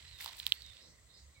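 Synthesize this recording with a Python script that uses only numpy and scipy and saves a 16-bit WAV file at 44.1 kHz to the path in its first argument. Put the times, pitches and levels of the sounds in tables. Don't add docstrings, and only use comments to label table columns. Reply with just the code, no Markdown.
import sys
import numpy as np
from scipy import signal
from scipy.fft import rfft, irfft, next_fast_len
from scipy.io import wavfile

SR = 44100
rng = np.random.default_rng(int(sys.argv[2]) if len(sys.argv) > 2 else 0)


def to_wav(sig):
    pcm = np.clip(np.atleast_2d(sig), -1, 1) * 32767
    pcm = np.round(pcm).astype(np.int16)
    wavfile.write(sys.argv[1], SR, pcm.T)


N = 61739
T = np.arange(N) / SR
FFT_SIZE = next_fast_len(2 * N)
AMBIENT_LIKENESS = 0.54


def from_db(db):
    return 10 ** (np.asarray(db) / 20)


def colour(x, points):
    hz, db = np.transpose(points)
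    bins_hz = np.fft.rfftfreq(FFT_SIZE, 1 / SR)
    gain = from_db(np.interp(np.log(bins_hz + 1), np.log(hz), db))
    cepstrum = irfft(np.log(gain), FFT_SIZE)
    cepstrum[1:FFT_SIZE // 2] *= 2
    cepstrum[FFT_SIZE // 2 + 1:] = 0
    return irfft(rfft(x, FFT_SIZE) * np.exp(rfft(cepstrum)), FFT_SIZE)[..., :N]


def band(x, hz, width_hz):
    low_hz = np.sqrt(hz ** 2 + (width_hz / 2) ** 2) - width_hz / 2
    sos = signal.butter(2, [low_hz, low_hz + width_hz], "band", fs=SR, output="sos")
    return signal.sosfilt(sos, x + 1e-18)


def drift(cutoff_hz):
    sos = signal.butter(2, cutoff_hz, fs=SR, output="sos")
    slow = signal.sosfilt(sos, rng.standard_normal(2 * N))[N:]
    return slow / slow.std()


def stereo(pair, likeness):
    mid = np.sqrt((1 + likeness) / 2) * pair[0]
    side = np.sqrt((1 - likeness) / 2) * pair[1]
    return np.array([mid + side, mid - side])


def white(likeness):
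    return stereo(rng.standard_normal((2, N)), likeness) * np.sqrt(SR / 2)


def scatter(x, t60_s):
    tail = white(likeness=.5) * from_db(-60 * T / t60_s)
    tail /= np.sqrt(np.sum(tail ** 2, axis=1, keepdims=True))
    return signal.fftconvolve(x[None], tail, axes=1)[:, :N]


# (frequency [Hz], density [dB per Hz])
BACKGROUND_HISS_SPECTRUM = [(30, -114), (150, -104), (280, -108), (570, -107), (790, -114), (1080, -109),
                            (1450, -115), (2800, -117), (4200, -116), (5200, -113), (6500, -106),
                            (8750, -104), (9250, -120), (12000, -123), (16000, -124)]


def background_hiss():
    return colour(white(AMBIENT_LIKENESS), BACKGROUND_HISS_SPECTRUM)


# (frequency [Hz], gain [dB])
RUMBLE_SPECTRUM = [(20, -42), (36, -23.5), (52, -5), (65, 3.5), (90, -8), (130, -10), (190, -31),
                   (400, -54.5)]
# (time [s], level [dB])
RUMBLE_ENVELOPE = [(0, -80), (.14, -76), (.22, -85), (.44, -77.5), (.57, -85.5), (.71, -75.5), (.78, -92.5),
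                   (.92, -82), (1.17, -89), (1.22, -79), (1.4, -80.5)]


def rumble():
    level_db = np.interp(T, *np.transpose(RUMBLE_ENVELOPE))
    return from_db(level_db) * colour(white(likeness=.97), RUMBLE_SPECTRUM)


# (centre [Hz], width [Hz], start level [dB], end level [dB])
INSECT_DRONES = [(1980, 250, -72.5, -83), (7730, 420, -66, -74)]


def insects(flutter_db=1.8, flutter_hz=29):
    out = 0
    for hz, width_hz, start_db, end_db in INSECT_DRONES:
        drone = band(white(AMBIENT_LIKENESS), hz, width_hz)
        level_db = np.linspace(start_db, end_db, N) + flutter_db * drift(flutter_hz)
        out = out + from_db(level_db) * drone / drone.std()
    return out


def bird_notes(rows, warble, warble_hz, bend=0, fade_db=3.5):
    out = np.zeros(N)
    for start_s, length_s, db, *pitches_hz in rows:
        progress = np.clip((T - start_s) / length_s, 0, 1)
        glide_hz = np.polyval(np.polyfit([0, .5, 1], pitches_hz, 2), progress)
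        hz = glide_hz * (1 + warble * drift(warble_hz) + bend)
        arch = np.sqrt(2 * np.abs(np.sin(np.pi * progress)))
        envelope = from_db(db + fade_db * (1 - progress)) * arch
        out += envelope * np.sin(2 * np.pi * np.cumsum(hz) / SR)
    return out


# (start [s], length [s], level [dB], start pitch [Hz], mid pitch [Hz], end pitch [Hz])
BIRD_WHISTLES = [(.05, 0.089, -71, 3805, 4200, 4120), (.115, .11, -69.5, 4115, 3673, 3630),
                 (.37, 0.13, -72.5, 4125, 4000, 3760), (.41, .12, -82.5, 2700, 2570, 2460),
                 (.52, 0.12, -68.5, 4240, 4450, 4280), (.615, .12, -68, 3936, 3670, 3570),
                 (1.347, .08, -75, 2390, 2200, 2150)]
# (start [s], length [s], level [dB], start pitch [Hz], mid pitch [Hz], end pitch [Hz])
BIRD_TWITTERS = [(.74, 0.17, -73, 3804, 4200, 4294), (.78, 0.15, -68, 4890, 5700, 6040),
                 (1.065, 0.15, -75, 3960, 4050, 4404), (1.125, 0.073, -69, 4965, 5000, 5300),
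                 (1.15, 0.12, -70, 6340, 6700, 6720), (1.34, 0.033, -76, 4020, 4300, 5000)]


def birds(trill_hz=25, trill_depth=0.69, trill_slide=0.0727, whistle_echo_db=-2):
    whistles = bird_notes(BIRD_WHISTLES, warble=0.018, warble_hz=260)
    trill_phase = 2 * np.pi * trill_hz * T
    down_flick = -trill_slide * signal.sawtooth(trill_phase)
    twitters = bird_notes(BIRD_TWITTERS, warble=0.076, warble_hz=280, bend=down_flick)
    twitters *= 1 - trill_depth * np.cos(trill_phase)
    return whistles + scatter(from_db(whistle_echo_db) * whistles + twitters, t60_s=0.3)


# (peak time [s], spread [s], level [dB])
GRASS_SCUFFS = [(0.866, 0.06, -99), (1.17, 0.037, -104)]
# (frequency [Hz], gain [dB])
SCUFF_SPECTRUM = [(90, -9), (170, 3.5), (300, -3), (560, 0.5), (800, -14.5), (1600, -14), (4000, -56)]


def grass_scuffs():
    envelope = sum(from_db(db) * np.exp(-((T - peak_s) / spread_s) ** 2 / 2)
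                   for peak_s, spread_s, db in GRASS_SCUFFS)
    return envelope * colour(white(AMBIENT_LIKENESS), SCUFF_SPECTRUM)


def grains(rate_per_s, spread_db, clump_db, clump_hz=77):
    sizes = from_db(spread_db * np.minimum(rng.exponential(1, (2, N)), 4))
    signs = rng.choice([-1, 1], (2, N))
    hits = rng.random((2, N)) < rate_per_s / SR
    clicks = sizes * signs * hits * from_db(clump_db * drift(clump_hz))
    return stereo(clicks / clicks.std(), likeness=0.4) * np.sqrt(SR / 2)


# (peak time [s], rise [s], fall [s], leaf [dB], edge [dB], litter [dB])
FOLIAGE_BRUSHES = [(.08, 0.27, 0.095, -105, -114, -116), (.214, 0.013, 0.035, -99, -90, -106),
                   (0.252, 0.051, 0.036, -97, -101, -106), (.282, 0.013, 0.013, -95.5, -102, -91),
                   (.315, 0.024, 0.034, -99, -107, -99), (0.379, 0.021, 0.034, -102, -99, -105),
                   (0.428, .03, 0.061, -102, -108, -106), (0.476, 0.013, 0.013, -96.5, -95.5, -108),
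                   (0.544, 0.069, 0.055, -103, -107, -114), (.71, 0.094, 0.087, -106, -116, -120)]
# (rate [1/s], size spread [dB], clumping [dB])
RUSTLE_GRAINS = [(3060, 1, 2.5), (7000, 2.5, 4), (3890, 2, 2.5)]
# (frequency [Hz], gain [dB])
LEAF_SPECTRUM = [(200, -18.5), (700, -20), (1400, -2), (2000, 2), (3000, 4), (4500, 4), (6500, 3),
                 (9000, -0.5), (16000, -52.5)]
EDGE_SPECTRUM = [(1500, -33), (4500, -4), (6500, -3), (8000, 6.5), (10000, -1), (13000, 2.5), (15500, -4)]
LITTER_SPECTRUM = [(150, -30), (400, -9), (700, -0.5), (1050, 8), (1500, -14), (3000, -16.5), (8000, -21)]


def rustle():
    out = 0
    for layer, spectrum in enumerate((LEAF_SPECTRUM, EDGE_SPECTRUM, LITTER_SPECTRUM)):
        power = 0
        for peak_s, rise_s, fall_s, *levels_db in FOLIAGE_BRUSHES:
            from_peak = np.maximum((peak_s - T) / rise_s, (T - peak_s) / fall_s)
            swell = from_db(levels_db[layer]) * np.exp(-from_peak ** 2 / 2)
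            power = power + swell ** 2
        out = out + colour(grains(*RUSTLE_GRAINS[layer]) * np.sqrt(power), spectrum)
    return out


# (frequency [Hz], gain [dB])
CRACK_SPECTRUM = [(100, -44), (250, -19), (500, -11.5), (1000, -7.5), (3000, -20.5), (6000, -16), (8200, 6),
                  (10500, -1.5), (12700, 7), (15500, 1.5)]


def wood_breaks(rows, fibres=4, fibre_gap_s=0.00024, fibre_loss_db=6.5, crack_lead_s=0.0002,
                ring_ratio=1.062, ring_t60_s=0.0055, bush_echo_db=-25):
    body, tears = np.zeros(N), np.zeros(N)
    for time_s, kick_db, hz, width_hz, crack_db, ring_db in rows:
        start = int(time_s * SR)
        t = T[:N - start]
        kick = band(signal.unit_impulse(len(t)), hz, width_hz)
        ring = np.sin(2 * np.pi * ring_ratio * hz * t) * from_db(-60 * t / ring_t60_s)
        body[start:] += from_db(kick_db) * kick / np.abs(kick).max() + from_db(ring_db) * ring
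        gaps_s = fibre_gap_s * (.5 + rng.random(fibres))
        tear_s = time_s - crack_lead_s + np.cumsum(gaps_s) - gaps_s[0]
        tear_db = crack_db - fibre_loss_db * np.arange(fibres)
        tears[(tear_s * SR).astype(int)] += from_db(tear_db) * rng.choice([-1, 1], fibres)
    direct = body + colour(tears, CRACK_SPECTRUM)
    return direct + from_db(bush_echo_db) * scatter(direct, t60_s=0.073)


# (time [s], kick [dB], pitch [Hz], width [Hz], crack [dB], ring [dB])
STEM_TICKS = [(.1125, -46, 2840, 2520, -60, -68), (.2075, -43.5, 1960, 476, -51, -44.5),
              (.2128, -61, 4500, 2000, -26, -68), (.2255, -46, 3000, 3000, -37, -59),
              (.2451, -44, 4200, 1860, -20, -64), (.2520, -48, 4030, 2500, -41, -68),
              (.2607, -29.5, 4280, 2920, -27.5, -71), (.2606, -41, 950, 440, -60, -47),
              (.2787, -39, 3880, 2960, -45, -46.5), (.3345, -64, 3080, 1800, -56, -49),
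              (.3997, -33.5, 3570, 1400, -30, -48), (.4312, -42, 4000, 2200, -59, -60.5),
              (.5410, -59, 4040, 2200, -31.5, -64), (.6208, -39.5, 4400, 2000, -40, -53.5),
              (.6640, -41.5, 5400, 2510, -45, -68), (.7690, -51, 3350, 2000, -62, -52)]
# (time [s], kick [dB], pitch [Hz], width [Hz], crack [dB], ring [dB])
TWIG_SNAPS = [(.4663, -22, 3520, 1700, -15, -33.5), (.5218, -15.5, 3235, 1200, -18.5, -34.5)]


def twigs_and_stems():
    return wood_breaks(TWIG_SNAPS) + wood_breaks(STEM_TICKS)


def delay_left(x, lag_s=0.00012):
    phase_shift = np.exp(-2j * np.pi * np.fft.rfftfreq(FFT_SIZE, 1 / SR) * lag_s)
    left = irfft(rfft(x[0], FFT_SIZE) * phase_shift, FFT_SIZE)[:N]
    return np.array([left, x[1]])


def scene():
    brush = rustle() + twigs_and_stems() + grass_scuffs()
    background = birds() + insects() + background_hiss() + rumble()
    return delay_left(brush + background)


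# (frequency [Hz], gain [dB])
RIGHT_MIC_RESPONSE = [(60, 4.5), (400, 4.5), (1000, 6), (2000, 8), (3100, 9.5), (4000, 12), (5000, 6),
                      (6200, -4.5), (7500, -27.5), (9500, -27), (12000, -7), (14500, -1.5), (16000, 5.5)]
MIC_HISS_DB_PER_HZ, CUTOFF_HZ = -123, 16000


def record(dry):
    mics = np.array([dry[0], colour(dry[1], RIGHT_MIC_RESPONSE)])
    hiss = from_db(MIC_HISS_DB_PER_HZ) * white(likeness=0)
    low_pass = signal.ellip(10, .1, 70, CUTOFF_HZ, fs=SR, output="sos")
    return signal.sosfilt(low_pass, mics + hiss)


dry = scene()
out = record(dry)
to_wav(out)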